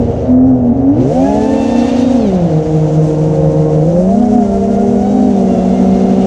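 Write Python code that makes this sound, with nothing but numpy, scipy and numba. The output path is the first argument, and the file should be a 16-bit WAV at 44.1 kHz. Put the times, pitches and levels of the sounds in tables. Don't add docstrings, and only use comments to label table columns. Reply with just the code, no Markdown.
import sys
import numpy as np
from scipy import signal
from scipy.fft import rfft, irfft, next_fast_len
from scipy.io import wavfile
from scipy.ndimage import uniform_filter1d
from numba import njit

SR = 44100
rng = np.random.default_rng(int(sys.argv[2]) if len(sys.argv) > 2 else 0)


def put_to_file(sound):
    columns = np.atleast_2d(sound).T
    safe = np.clip(columns, -1, 1)
    whole_steps = np.round(safe * 32767)
    wavfile.write(sys.argv[1], SR, whole_steps.astype(np.int16))


def elevation(decibels):
    levels = np.asarray(decibels, float)
    return 10 ** (levels / 20)


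N = 276066
TIME_S = np.arange(N) / SR


def curves(table):
    seconds, *columns = np.transpose(table)
    return [np.interp(TIME_S, seconds, column) for column in columns]


def colour_db(table, hz):
    table_hz, db = np.transpose(table)
    return np.interp(np.log(hz), np.log(table_hz), db)


def gate(start, end, fade=0.037):
    return np.interp(TIME_S, [start - fade, start, end, end + fade], [0, 1, 1, 0])


def walk(per_second):
    hold = int(SR / per_second)
    steps = np.repeat(rng.standard_normal(N // hold + 1), hold)
    return 1.3 * uniform_filter1d(uniform_filter1d(steps, hold), hold)[:N]


def shaft_speed(speed_hz):
    # start in seconds, end in seconds, ease in seconds,
    # change of speed as a share.
    stick = [
        (4.221, 4.369, .11, .065),
        (5.129, 5.269, .13, .045),
        (5.598, 5.629, .1, -.02),
    ]
    inertia_s, hunting_share, jitter_share = .035, .003, 0.00199
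    nudges = hunting_share * walk(8)
    for start, end, ease, share in stick:
        nudges = nudges + share * gate(start, end, ease)
    smooth_hz = uniform_filter1d(speed_hz * (1 + nudges), int(inertia_s * SR))
    return smooth_hz * (1 + jitter_share * walk(25.154))


def mount_ring_db(hz):
    # pitch in Hz, width in octaves, boost in dB.
    mount = [
        (260.4, 0.15, 9.5),
        (454, 0.084, 5.5),
        (532.9, 0.051, 10),
        (695, 0.082, 1),
        (900, 0.29, 0.5),
    ]
    return sum(db * np.exp(-(np.log2(hz / centre) / width) ** 2) for centre, width, db in mount)


def motor(number, table, orders_db, buzz_db):
    speed_hz, shake_db, load_db = curves(table)
    hz = shaft_speed(speed_hz)
    angle = 2 * np.pi * np.cumsum(hz) / SR
    wander_db, rough_db = 0.76, 1.8
    shakes = []
    for multiple, order_db, heard_db in zip((1, 2, 3), orders_db, (shake_db, shake_db, load_db)):
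        db = order_db + heard_db + mount_ring_db(multiple * hz)
        db = db + wander_db * walk(6) + rough_db * walk(30)
        shakes.append(elevation(db) * np.exp(1j * (multiple * angle + 7 * rng.random())))
    sound = sum(shakes).imag + frame_buzz(hz, angle, buzz_db) + wake_slaps(number, angle)
    running = np.sqrt(2) * gate(table[0][0], table[-1][0])
    return running * sound, running * shakes[0], angle


def frame_buzz(hz, angle, buzz_db):
    # pitch in Hz, level in dB.
    frame = [
        (300, -11.5),
        (450, 0),
        (700, -8),
        (950, -24),
        (1250, -41.5),
        (2200, -39.5),
    ]
    buzz = np.zeros(N)
    for multiple in range(4, 10):
        level = elevation(buzz_db + colour_db(frame, multiple * hz) + 2.5 * walk(5))
        buzz += level * np.sin(multiple * angle + 7 * rng.random())
    return buzz


def wake_slaps(number, angle):
    # motor counted from 0, start in seconds, end in seconds, level in dB,
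    # strongest multiple of the turns.
    slaps = [(2, 1.17, 1.88, -40.5, 3.5), (2, 1.6, 2.12, -48, 10.5), (2, 2.22, 2.3, -47, 12.3),
             (1, 1.25, 2.1, -55, 8), (1, 4.15, 5.3, -43, 0), (3, 4.45, 4.95, -44, 0),
             (3, 5.03, 5.45, -57, 14), (3, 5.52, 6.2, -52, 11.5), (2, 5.5, 6.26, -46, 0),
             (0, 2.8, 3.8, -6, -7), (1, 3.0, 3.8, -11, -7)]
    own = [(gate(start, end, fade=.05), db, strongest)
           for who, start, end, db, strongest in slaps if who == number]
    sound = np.zeros(N)
    for multiple in range(6, 24, 3):
        size = sum(on * elevation(db - .2 * (multiple - strongest) ** 2) for on, db, strongest in own)
        uneven = elevation(3 * walk(45) + walk(9))
        sound += size * uneven * np.sin(multiple * angle + 7 * rng.random())
    return sound


def mount_beats(shake):
    return 1.5 * ((shake[1] + shake[3]) ** 2 * np.conj(shake[0])).imag


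def airflow():
    # time in seconds, rotor load in dB (from 0.34 to 0.92 s set lower still, as the camera turns #
    # the hiss down under a loud low tone), stirred air drawn back through the rotors in dB.
    flow = [(0, -5.5, 1.5), (.29, -7, 2.5), (.34, -11, -3.5), (.55, -13.5, -1.5), (.92, -13, 0.5),
            (1.0, -7.5, 5), (1.1, 3.5, 0.5), (1.6, 4, 3), (1.92, 3, 7.5), (2.17, 1.5, 4.5), (2.4, -3, 4.5),
            (2.65, -2, 3), (3.1, 4, -1.5), (3.35, 0, 0), (3.8, 0.5, -1), (4.0, 4, -3), (5.0, 3, -1.5),
            (6.26, 1, 3.5)]
    # dB for each dB of load, dB for each dB of stirred air.
    follow = [
        (-.05, -0.19),
        (.2, 0.61),
        (.8, 1.5),
        (1, 0.43),
    ]
    dive_wind_db, dive_wind_s = 8.5, 0.19
    levels_db = np.array(follow) @ np.array(curves(flow))
    levels_db[0] += dive_wind_db * np.exp(-(TIME_S / dive_wind_s) ** 2)
    return levels_db - levels_db.mean(axis=1, keepdims=True)


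def air(chop):
    # pitch in Hz, level in dB.
    case = [(12, -50.5), (25, -14.5), (70, -3.5), (200, -8), (290, -6.5), (370, -14.5), (550, -8.5),
            (740, -11.5), (1010, -27), (1700, -35), (4400, -42.5), (7500, -45), (10500, -61), (15000, -90)]
    # pitch in Hz, width in octaves, boost in dB.
    pockets = [
        (2860, 0.077, 2),
        (6080, 0.18, 5),
    ]
    levels_db = airflow()
    source_octaves = np.log2([70, 1300, 3600, 7000])
    size = next_fast_len(N)
    octave = np.log2(np.fft.rfftfreq(size, 1 / SR) + 1)
    noise = rfft(rng.standard_normal(size)) * elevation(colour_db(case, 2 ** octave))
    for hz, width, db in pockets:
        noise *= elevation(db * np.exp(-((octave - np.log2(hz)) / width) ** 2))
    gusts = walk(30)
    flutter = gusts - uniform_filter1d(gusts, SR // 8)
    sound = np.zeros(N)
    for centre in np.arange(4, 14.1, .5):
        band_shape = np.cos(np.pi / 2 * np.clip(2 * (octave - centre), -1, 1)) ** 2
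        band = irfft(noise * band_shape, size)[:N]
        share = np.array([np.interp(centre, source_octaves, row) for row in np.eye(4)])
        washy = share[2] + share[3]
        steep = np.interp(centre, [12.8, 13.6], [1, 1.5])
        db = steep * (share @ levels_db + 1.5 * washy * flutter) + .6 * walk(40)
        sound += elevation(db) * band * (1 + 0.21 * washy * chop)
    return elevation(-20) * sound / np.sqrt(np.mean(sound ** 2))


def whistles():
    # start in seconds, end in seconds, start pitch in Hz, end pitch in Hz, level in dB.
    songs = [(0.205, 0.23, 5830, 5900, -66), (0.312, 0.566, 5890, 5750, -63.5), (.89, .92, 5820, 5900, -61),
             (0.355, .5, 7250, 7300, -84), (0.499, 0.608, 7300, 6780, -70.5),
             (0.607, 0.682, 6780, 6822, -70.5), (2.64, 2.95, 6540, 7400, -55),
             (4.117, 4.45, 7203, 7250, -60), (5.05, 5.301, 7357, 7207, -57)]
    sound = np.zeros(N)
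    for start, end, start_hz, end_hz, db in songs:
        glide_hz = np.interp(TIME_S, [start, end], [start_hz, end_hz])
        hz = glide_hz * (1 + .005 * walk(45))
        level = gate(start, end, fade=.01) * elevation(db + 2.5 * walk(40))
        sound += level * np.sin(2 * np.pi * np.cumsum(hz) / SR)
    return np.sqrt(2) * sound


def scene():
    # time in seconds, shaft speed in Hz, shaft shake in dB, blade load in dB.
    motor_tables = ([(0, 89.84, -18, -7.5), (.55, 99.43, -15.5, -15), (.8, 89.05, -23.5, 4.5),
                     (.89, 90.64, -23.5, 11.5), (.97, 102.7, -11.5, 12), (1.06, 130.8, -1.5, 10),
                     (1.17, 176.9, -10.5, 5), (1.24, 182.1, -4, 0.5), (1.3, 207, -2, 8.5),
                     (1.7, 235.8, -7.5, -4), (2.16, 246.1, -3, -14), (2.3, 191.4, 1, -2.5),
                     (2.52, 154.5, -1.5, 1.5), (3.81, 153.6, 0.5, 3), (4.13, 196.9, 1, 3),
                     (5.0, 199.5, 0.5, -4), (5.5, 189.4, -0.5, 1.5), (6.26, 190.5, 0.5, -1.5)], [(0, 80.3, -7.5, 3.5), (0.241, 75.54, 2, -14), (0.299, 83, 1.5, 9.5),
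                                      (0.481, 87.34, -0.5, 9), (0.718, 77.87, -7.5, 7), (.8, 77.4, -8, -14),
                                      (1.0, 127.8, 11, -9), (1.2, 212.5, -17.5, 0.5), (1.309, 229.4, 3, 3),
                                      (1.5, 265.9, 0, -8.5), (2.2, 269.7, 0, -12),
                                      (2.54, 168.1, -5.5, -4.5), (3.4, 177.8, 4, -7),
                                      (3.81, 178.2, -1, -5.5), (4.13, 228.3, -3, 3), (4.6, 228.1, 1, -5.5),
                                      (5.051, 243.1, 1.5, -7.5), (6.26, 249.6, 2, -6)], [(0, 111, 1.5, -12), (0.301, 127.6, 3.5, -13),
                                                       (.8, 121, 5, -16.5), (1.0, 160, -13, 2),
                                                       (1.12, 233, 0.5, 3.5), (1.2, 263, 3.5, 8.5),
                                                       (1.28, 278, 2.5, 6), (1.55, 299, 5, -3.5),
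                                                       (1.8, 299, 1, -5.5), (2.119, 312, -7, -13.5),
                                                       (2.2, 301.4, -2, -5.5), (2.37, 194.7, -5, -7),
                                                       (2.648, 156.2, 5, -5.5), (3.4, 167.4, -6, -6),
                                                       (3.81, 164, -10, -4.5), (4.128, 226, -11.5, 7),
                                                       (5.0, 224.7, 1, 1), (6.26, 223, 4, -4.5)], [(2.3, 204.4, 3, -15),
                                                                        (2.55, 160, 1.5, -7.5),
                                                                        (3.0, 157.8, 2.5, -1),
                                                                        (3.81, 160.1, 3.5, 1),
                                                                        (4.12, 227.3, 1.5, 5.5),
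                                                                        (4.222, 228.6, 9, -3.5),
                                                                        (4.301, 228.1, -5, -4.5),
                                                                        (4.38, 228, 10.5, 2),
                                                                        (4.501, 226.5, -3.5, 4.5),
                                                                        (4.701, 231, 6.5, 1),
                                                                        (4.85, 236.9, 3.5, 3),
                                                                        (4.999, 243, 2.5, 4),
                                                                        (5.081, 246.6, 1.5, 0),
                                                                        (5.201, 243.2, -0.5, 0),
                                                                        (5.55, 231.5, 2, 0),
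                                                                        (5.9, 235.1, -1, 0),
                                                                        (6.26, 238, 0, -2)])
    # unbalance in dB, twice-per-turn shake in dB, blade pass in dB.
    orders = [
        (-12.5, -20.5, -26),
        (-26.5, -31.5, -24.5),
        (-25.5, -33.5, -29.5),
        (-23, -37, -28),
    ]
    buzz_db = (-28, -26, -30, -32)
    sounds, shake, angles = zip(*map(motor, range(4), motor_tables, orders, buzz_db))
    chop = sum(np.cos(angle) for angle in angles) / 2
    return (sum(sounds) + mount_beats(shake) + air(chop) + whistles())[None]


@njit
def limiter(x, top, ratio, attack, release, ahead):
    y, envelope = np.empty(len(x)), top
    for i in range(len(x)):
        coming = abs(x[min(i + ahead, len(x) - 1)])
        envelope += (coming - envelope) * (attack if coming > envelope else release)
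        y[i] = x[i] * min(1., (top / envelope) ** (1 - 1 / ratio))
    return y


def roll_off(x):
    return signal.sosfilt(signal.butter(12, 14860, fs=SR, output="sos"), x)


def record(dry):
    held = limiter(dry[0], .82, 12., .05, .0009, int(.002 * SR))
    held *= np.minimum(1, np.arange(N) / (.0015 * SR) + .1)
    ceiling = .98
    clipped = held / (1 + (held / ceiling) ** 8) ** (1 / 8)
    return roll_off(clipped[None])


dry = scene()
out = record(dry)
put_to_file(out)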